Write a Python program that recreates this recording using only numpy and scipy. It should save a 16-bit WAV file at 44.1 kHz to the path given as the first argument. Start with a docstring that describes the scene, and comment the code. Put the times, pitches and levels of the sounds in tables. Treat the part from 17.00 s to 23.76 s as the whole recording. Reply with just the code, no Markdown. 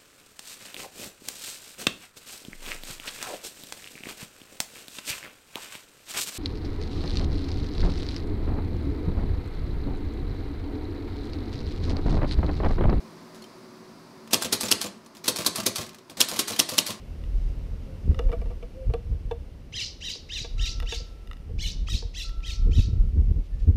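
"""In a breezy front yard, a wooden tray feeder swings on chains: blows set its boards ringing, claws tick on the rim.
A jay gives two runs of five harsh calls, made of two gliding voices and the tones between them.
A dove coos and a small bird twitters in near-sine notes; filtered noise rustles faintly.
A wind chime tube rings twice as a pair of close tones, and an engine pulls away far off as a stack of sines.
Gusts of noise rumble on the microphone over the street's drone and hiss and a faint whine."""
import sys
import numpy as np
from scipy import signal
from scipy.fft import rfft, irfft, next_fast_len
from scipy.io import wavfile
from scipy.ndimage import uniform_filter1d

SR = 44100
rng = np.random.default_rng(int(sys.argv[2]) if len(sys.argv) > 2 else 0)


def transcribe(u):
    """Save the signal u as a 16-bit wav file named by the first command-line argument.

    u: samples, shape (n,) or (channels, n), limited to [-1, 1]; the rate is SR.
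    q: integer samples, one column per channel.
    """
    v = np.clip(np.atleast_2d(u).T, -1, 1)
    q = np.round(v * 32767).astype(np.int16)
    wavfile.write(sys.argv[1], SR, q)


N = 298185
TIME = np.arange(N) / SR


def amp(db):
    """Gain of a level in dB."""
    return 10 ** (np.asarray(db) / 20)


def rms_one(x):
    """Scale a sound to an rms (average strength) of 1."""
    return x / np.sqrt(np.mean(x ** 2) + 1e-20)


def columns(rows, t):
    """Read each column of a curve table at times t; the first column holds the table's own times."""
    s, *cols = np.transpose(rows)
    return [np.interp(t, s, c) for c in cols]


def at_hz(points, hz):
    """Read the dB of a spectrum at hz, with straight lines on a log-frequency axis."""
    points = np.array(points)
    return np.interp(np.log(hz), np.log(points[:, 0]), points[:, 1])


def band(x, low_hz, high_hz, order=2):
    """Keep only the sound between two frequencies."""
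    sos = signal.butter(order, [low_hz, min(high_hz, .49 * SR)], "band", fs=SR, output="sos")
    return signal.sosfilt(sos, x)


def wander(rate_hz, size=N):
    """Random drift of rms 1: noise smoothed so that little faster than rate_hz is left."""
    r = np.exp(-2 * np.pi * rate_hz / SR)
    run_in = int(SR / rate_hz)
    noise = rng.standard_normal(size + run_in)
    return rms_one(signal.lfilter([1], [1, -2 * r, r * r], noise)[run_in:])


def ring(x, hz, t60):
    """One way a body can vibrate: a unit click starts a sine of height 1 that falls 60 dB in t60 seconds."""
    r = amp(-60 / (t60 * SR))
    w = 2 * np.pi * hz / SR
    return signal.lfilter([0, np.sin(w)], [1, -2 * r * np.cos(w), r * r], x + 1e-18)


def coloured(spectrum):
    """Noise with a given spectrum, rms 1."""
    size = next_fast_len(N)
    hz = np.maximum(np.arange(size // 2 + 1) * SR / size, 1)
    shaped = rfft(rng.standard_normal(size)) * amp(at_hz(spectrum, hz))
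    return rms_one(irfft(shaped, size)[:N])


def notes(tables, tremble_db):
    """Soft sine notes that follow curves of pitch and level, with a slight random tremble in level."""
    out = np.zeros(N)
    for note in tables:
        hz, db = columns(note, TIME)
        on = (TIME > note[0][0]) & (TIME < note[-1][0])
        tone = np.sqrt(2) * np.sin(2 * np.pi * np.cumsum(hz) / SR)
        out += on * amp(db + tremble_db * wander(22)) * tone
    return out


def struck(events, modes):
    """Each blow is a short rattle of contacts that sets off the vibrations (modes) of the wood."""
    size = 1000      # samples of push in each blow
    out = np.zeros(N)
    chance = rng.standard_normal((len(events), size))
    for hz, level_db, t60, board in modes:
        force = np.zeros(N + size)
        for (s, db, contact_ms, side_db, tilt_db), noise in zip(events, chance):
            # low modes build up later
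            t = TIME[:size] / (max(contact_ms, .2) / 1000) * (hz / 1000) ** .35
            push = noise * (t + 0.18) * np.exp(-2.5 * t)
            # how much of this push the mode takes up, evened out below
            at_mode = abs(np.sum(push * np.exp(2j * np.pi * hz * TIME[:size])))
            taken = at_mode + .3 * np.sqrt(np.sum(push ** 2))
            tilt = tilt_db * np.log2(hz / modes[0][0])
            gain_db = db + level_db + tilt + np.sign(board) * side_db / 2
            begin = int(s * SR)
            force[begin:begin + size] += amp(gain_db) * push / taken
        out += ring(force[:N], hz, t60)
    return band(out, 380, 20000, order=3)      # small boards radiate no bass


def wind():
    """Eddies press on the microphone: a lumpy rumble and a faster flutter, rounded off when strong."""
    # Strength of the wind. Each row: time in seconds, rumble level in dB, flutter level in dB.
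    gusts = [(0, -38.5, -56), (.38, -30, -51.5), (1.0, -41, -48.5), (1.09, -27, -33), (1.49, -27, -41),
             (1.73, -42.5, -58), (1.94, -33, -40.5), (2.4, -40.5, -42.5), (3.2, -49.5, -55.5),
             (3.63, -29.5, -42.5), (4.2, -44, -56), (4.4, -36.5, -49), (4.5, -31, -36.5), (4.95, -27, -38),
             (5.14, -36.5, -59), (5.59, -27, -45.5), (5.65, -26, -32), (6.4, -22.5, -29.5),
             (6.48, -37, -45), (6.7, -20, -31.5), (6.76, -13.5, -29)]
    # Single eddies. Each row: time in seconds, change of the rumble in dB, change of the flutter in dB.
    buffets = [(.39, 7, 5), (.74, 11, 13.5), (1.1, 10.5, 12.5), (1.26, 11, -2), (1.9, 14.5, 15),
               (2.129, 11.5, 8), (2.26, 10, 5), (3.6, 9.5, 6), (4.31, 4.5, 3), (4.58, 5.5, 1),
               (4.95, 5.5, 5), (5.672, 9, 13.5), (5.79, 8, 12), (5.88, 2, 3.5), (6.009, 4.5, 3),
               (6.182, 5, 12.5), (6.311, -1, 7.5), (6.681, -8.5, 16.5)]
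    # Colour of the flutter. Each row: frequency in Hz, level in dB per Hz.
    flutter_colour = [(41, -28), (70, 10), (120, -4.5), (302, -23), (485, -28), (635, -78), (1350, -66.5),
                      (1500, -55), (1950, -104), (3300, -120)]
    buffet_s = 0.026      # spread of each eddy around its middle
    top = 0.41      # height at which the capsule flattens the strongest eddies
    rumble_db, flutter_db = columns(gusts, TIME)
    for s, low_db, high_db in buffets:
        bump = np.exp(-.5 * ((TIME - s) / buffet_s) ** 2)
        rumble_db = rumble_db + low_db * bump
        flutter_db = flutter_db + high_db * bump
    lumps = wander(22)
    rumble = rms_one(band(rng.standard_normal(N), 28.1, 48.6)) * amp(rumble_db + 2.7 * lumps)
    flutter = coloured(flutter_colour) * amp(flutter_db + 1.25 * lumps + 4.0 * wander(39.46))
    return top * np.tanh((rumble + flutter) / top)


def street():
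    """The far street: two bands of shaped noise, a low drone and a hiss, mostly growing quieter."""
    # Each row: time in seconds, drone level in dB, hiss level in dB.
    levels = [(0.0, -44, -60), (1.35, -42.5, -60), (1.6, -45.5, -61.5), (2.9, -47.5, -64),
              (4.0, -48.5, -61), (4.8, -48.5, -65.5), (6.02, -52.5, -63), (6.76, -47.5, -64)]
    # Colours of the two noises. Each row: frequency in Hz, level in dB per Hz.
    drone_colour = [(40, -22.5), (70, 4), (110, -13.5), (200, -12), (330, -17), (520, -19.5), (700, -29),
                    (1300, -34), (2200, -41.5), (4000, -91.5)]
    hiss_colour = [(710, 2), (1200, -14.5), (1890, -4.5), (2120, -1.5), (2440, -3), (2800, -0.5),
                   (3310, -5.5), (5570, -7.5), (6950, -14.5), (9650, -16.5), (15000, -19.5)]
    drone_db, hiss_db = columns(levels, TIME)
    return amp(drone_db) * coloured(drone_colour) + amp(hiss_db) * coloured(hiss_colour)


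def whine():
    """A faint steady whine: a very narrow band of noise, so its pitch is slightly blurred."""
    centre_hz, level_db = 9550, -86
    return amp(level_db) * rms_one(band(rng.standard_normal(N), centre_hz - 60, centre_hz + 60))


def engine():
    """A far motor gaining speed: sines at multiples (orders) of its turning rate, each wavering in level."""
    # Each row: time in seconds, turns per second, level in dB.
    speed = [(0, 38, -38), (.5, 42, -37), (1.0, 45.5, -39), (1.2, 46, -60)]
    # Each row: multiple of the turning rate, level in dB.
    orders = [(2, 0), (3, -9), (4, -16), (6, -20)]
    turns, db = columns(speed, TIME)
    phase = 2 * np.pi * np.cumsum(turns) / SR
    running = TIME < speed[-1][0]
    tones = sum(amp(order_db + 2.2 * wander(2.93)) * np.sin(k * phase) for k, order_db in orders)
    return amp(db) * running * tones


def claws():
    """Claws tick on the tray's rim: very short contacts set off quickly fading vibrations."""
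    # Each row: time in seconds, level in dB, brightness in dB per octave.
    ticks = [(0.2384, -47, 3.5), (1.116, -48, 1), (1.1458, -36, 0), (1.1913, -26, 0), (1.3179, -35.5, 0),
             (1.4154, -53, 5.5), (3.8014, -32.5, 4.3), (3.824, -37, 1), (4.2737, -46.5, 5),
             (4.3127, -30.5, -2.5), (4.332, -37, 0.5), (4.369, -50, 4), (4.8856, -29, -7.5),
             (5.2934, -45.5, 6.5), (5.4046, -50, 3.5)]
    # Vibrations of the rim. Each row: frequency in Hz, level in dB, time to fade by 60 dB in seconds.
    rim = [(1300, -3, .025), (1950, -3, .018), (2850, -3, .016), (3600, -6, .014), (5000, -11, .011),
           (9000, -21, .009), (13000, -23, .008)]
    contact_ms = 1.2
    blows = [(s, db, contact_ms, 0, tilt_db) for s, db, tilt_db in ticks]
    return struck(blows, [(hz, db, t60, 0) for hz, db, t60 in rim])      # 0: neither board


def tray_knocks():
    """The tray bumps: blows set off the vibrations of its floor board and side board."""
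    # Each row: time in seconds, level in dB, contact time in milliseconds (for a mode at 1000 Hz),
    # side board over floor board in dB, brightness in dB per octave.
    knocks = [(1.194, -12, 2.5, 3, -5.5), (1.291, -21, 7.65, 6, -5.5), (1.324, -17.5, 12.5, 17.5, -2.5),
              (1.416, -27, 5.4, 11, -2.5), (1.458, -30.5, 6, -4, -4), (1.499, -26, 29, 9, -4),
              (1.626, -27.5, 9.3, 15, -2), (1.899, -30.5, 7.2, 18, -5), (1.937, -10.5, 5.9, 4.5, -4.5),
              (2.116, -36.5, 7.8, -4, -21), (2.287, -48, 5.2, 3, -10), (2.311, -14, 8.2, -3, -3),
              (3.154, -32.5, 4.1, -5, -20), (3.446, -27, 4.7, 1, 3), (3.829, -28.5, 2.4, 1, 2),
              (3.923, -24, 2.12, -5, 5), (4.001, -40, 4.6, -18, -8), (4.491, -39, 15, -14, -7.5),
              (5.024, -28.5, 3.05, -6, -5)]
    # Vibrations of the boards. Each row: frequency in Hz, level in dB, time to fade by 60 dB in seconds,
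    # board (-1 is the floor, 1 is the side).
    boards = [(468.8, -9, 0.14, -1), (486.6, -13, 0.11, 1), (663, -16.5, 0.1, 1), (735.5, -19.5, 0.1, -1),
              (898, -16.5, 0.061, -1), (1153, -23, 0.075, 1), (1447, -38, 0.049, -1),
              (1643, -20, 0.033, -1), (2310, -17.5, 0.022, 1), (2656, -17.5, .03, -1),
              (2980, -34, 0.045, 1), (3460, -23, 0.084, -1), (4100, -36, 0.048, -1), (6300, -65, 0.088, 1)]
    return struck(knocks, boards)


def yard(x):
    """Fences and house walls return a dense scatter of echoes that dies away."""
    t60_s = 0.44      # time to fade by 60 dB
    t = TIME[:int(.7 * SR)]
    scatter = band(rng.standard_normal(len(t)), 1000, 6700)
    late = np.clip(t / 0.002 - 1, 0, 1)      # silent for 2 ms, full at 4 ms
    tail = scatter * amp(-60 * t / t60_s) * late
    return signal.fftconvolve(x, tail / np.sqrt(np.sum(tail ** 2)))[:N]


def rustle():
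    """Something rustles faintly: short grainy swells of mid and treble noise."""
    # Each row: middle in seconds, spread in seconds, level in dB.
    swells = [(.42, .08, -66.5), (6.455, .012, -66), (6.55, .015, -70), (6.62, 0.029, -64.5)]
    swell = sum(amp(db) * np.exp(-.5 * ((TIME - s) / width) ** 2) for s, width, db in swells)
    grains = band(rng.standard_normal(N), 2300, 5900) * amp(2.2 * wander(80))
    return swell * rms_one(grains)


def dove():
    """A dove's three coos: near-sine notes that slide up, swell and drop off."""
    # Each row: start in seconds, length in seconds, level in dB.
    coo_notes = [(0.854, 0.111, -51), (1.113, 0.23, -46), (1.746, 0.12, -43)]
    # Course of one note. Each row: share of its length, pitch in Hz, dB relative to the note's level.
    coo_shape = [(0, 492, -11), (.24, 530, -2.5), (.7, 524, 0.5), (1, 510, -7.5)]
    coos = []
    for s, length, level_db in coo_notes:
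        coos.append([(s + part * length, hz, level_db + db) for part, hz, db in coo_shape])
    return notes(coos, tremble_db=1.5)


def jay():
    """One side of the syrinx (voice organ) glides up cleanly; the other joins, falling, and makes a rasp."""
    # Each row: start in seconds, stretch in time of the glides, pitch factor,
    # treble in dB per octave as the head turns, lag of the near echo in milliseconds,
    # peak level in dB, length in seconds.
    calls = [(2.718, 0.93, 1.015, 3.5, 1, -31, .22), (2.999, 1.08, 0.98, 5, 1.05, -33, .22),
             (3.282, 1.07, 1.006, 3.5, 1.06, -32.5, .21), (3.573, 0.97, 0.97, 6, 1.06, -32.5, .21),
             (3.851, 1, 1, 5, 1.088, -35.5, 0.2), (4.577, 1, 1.09, 10.5, 1.71, -33.5, .195),
             (4.861, 0.87, 1.02, 10, 1.585, -34, .19), (5.132, 0.94, 1.02, 10, 1.48, -35.5, 0.18),
             (5.42, 0.994, 1.005, 8.5, 1.6, -37.5, .19), (5.702, 1.1, 0.99, 11, 1.6, -40, .21)]
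    # Course of a call before its stretch and pitch factor. Each row: time in seconds,
    # first voice in Hz, second voice in Hz, beak resonance in Hz.
    glides = [(0, 734, 1522, 1500), (.012, 1079, 1492, 2450), (.026, 1472, 1436, 2930),
              (.042, 1890, 1396, 3080), (.055, 1963, 1263, 3600), (.07, 1911, 968, 3620),
              (.087, 1734, 860, 3350), (.105, 1462, 709.3, 3900), (.14, 1186, 626.5, 4500),
              (.19, 1088, 595, 4700)]
    # Course of the tone colour, stretched alike. Each row: time in seconds, share of the second voice 0-1,
    # roughness 0-1, loss below the beak resonance in dB per octave, loss of treble in dB per octave.
    voicing = [(0, .3, .35, 0, 14), (.034, .08, .3, 0, 9), (.05, .8, .5, 1, 2), (.09, .9, .55, 1, 0),
               (.12, .9, .65, 9, 4), (.15, .9, .8, 17, 12), (.19, .9, .85, 22, 18)]
    # Colour of the throat. Each row: frequency in Hz, level in dB.
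    throat = [(900, -54), (1350, -23), (1600, -6), (2000, -0.5), (2400, 10.5), (2900, 7), (3400, 4.5),
              (3850, 6), (4400, 3.5), (5100, 5), (6000, 5), (7600, -8.5), (11500, -25), (13700, -25.5),
              (15200, -34.5)]
    # Sum and difference tones of the two voices. Each row: multiple of the second voice, level in dB.
    mixtures = [(-1, -8), (1, 0.5), (2, -5.5)]
    beak_db, beak_octaves = 8, .2      # height and spread of the beak resonance
    near_echo_db = -5
    # effort jumps in, swells to its peak, sags and is cut off: shares of the length, dB under the peak
    effort_parts = [0, 0.16, 0.47, 0.71, 1]
    effort_levels_db = [-16.5, -4, 0, -7.5, -28]
    out = np.zeros(N)
    for start, stretch, factor, tilt_db, echo_ms, peak_db, length in calls:
        a, b = int(start * SR), int((start + length) * SR)
        size = b - a
        t = TIME[a:b] - start
        first, second, beak_hz = columns(glides, t / stretch)
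        share, rough, loss_db, dull_db = columns(voicing, t / stretch)
        first = factor * first * (1 + .07 * rough * wander(70, size=size))
        second = second * (1 + .08 * wander(40, size=size))
        first_phase, second_phase = 2 * np.pi * np.cumsum([first, second], axis=1) / SR
        voice = 0
        for m in range(1, 15):      # multiples of the first voice
            for n, db in [(0, 0.0091)] + mixtures:
                hz = np.clip(m * first + n * second, 100, 16000)
                treble_octaves = np.maximum(np.log2(hz / 5500), 0)
                colour = at_hz(throat, hz) + (tilt_db - dull_db) * treble_octaves
                colour = colour + beak_db * np.exp(-.5 * (np.log2(hz / beak_hz) / beak_octaves) ** 2)
                colour = colour - loss_db * np.maximum(np.log2(beak_hz / hz), 0)
                # each line comes and goes, and unsteady air flow widens it
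                flicker = amp(7.5 * rough * wander(90, size=size))
                smear = (.45 + .22 * m) * rough * wander(300, size=size)
                wave = np.sin(m * first_phase + n * second_phase + smear + m * m)
                voice = voice + amp(colour + db) * flicker * (share if n else 1) * wave
        # a surface close to the perch combs the spectrum until the head turns away
        lag = int(echo_ms * SR / 1000)
        delayed = np.r_[np.zeros(lag), voice[:-lag]]
        voice = voice + amp(near_echo_db - loss_db) * delayed
        # even out the loudness, then apply the effort
        even = voice / np.sqrt(uniform_filter1d(voice ** 2, size=900) + 1e-12)
        effort_db = np.interp(t / length, effort_parts, effort_levels_db)
        out[a:b] = even * amp(peak_db + effort_db) * signal.windows.tukey(size, .15)
    return out


def chime():
    """A metal tube is struck lightly and rings in two close tones that beat, until the clapper damps it."""
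    # Each row: time in seconds, level in dB, seconds until the clapper has damped it.
    strikes = [(3.577, -57.5, 0.93), (5.245, -56, .88)]
    # The close pair. Each row: frequency in Hz, level in dB, time to fade by 60 dB in seconds.
    tube = [(1339, 3.5, 3.1), (1307, -8.5, 6)]
    out = np.zeros(N)
    for s, db, held in strikes:
        click = amp(db) * (np.arange(N) == int(s * SR))
        damped = np.clip((s + held - TIME) / .04, 0, 1)      # the last 40 ms fade out
        out += damped * sum(amp(level_db) * ring(click, hz, t60) for hz, level_db, t60 in tube)
    return out


def twitter():
    """A small bird far off: a near-sine note that swells twice, with a strong tremble."""
    # Each row: time in seconds, pitch in Hz, level in dB.
    twitter_curve = [(6.5, 1780, -88), (6.535, 1780, -69), (6.575, 1760, -84), (6.605, 1770, -66),
                     (6.63, 1850, -88)]
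    return notes([twitter_curve], tremble_db=4.0)


def scene():
    """The jay and the close tray with their echoes, over the far street and the wind."""
    tray = claws() + tray_knocks()
    calls = jay()
    echoes = amp(-14) * yard(calls + .4 * tray)      # the tray is close and sounds drier
    background = wind() + street() + whine() + engine()
    small_sounds = rustle() + dove() + chime() + twitter()
    return (background + small_sounds + tray + calls + echoes)[None]


def record(dry):
    """A steep filter cuts the top: everything above the cutoff is at least 60 dB down."""
    cutoff_hz = 15330
    return signal.sosfilt(signal.cheby2(24, 60, cutoff_hz, fs=SR, output="sos"), dry)


dry = scene()
out = record(dry)
transcribe(out)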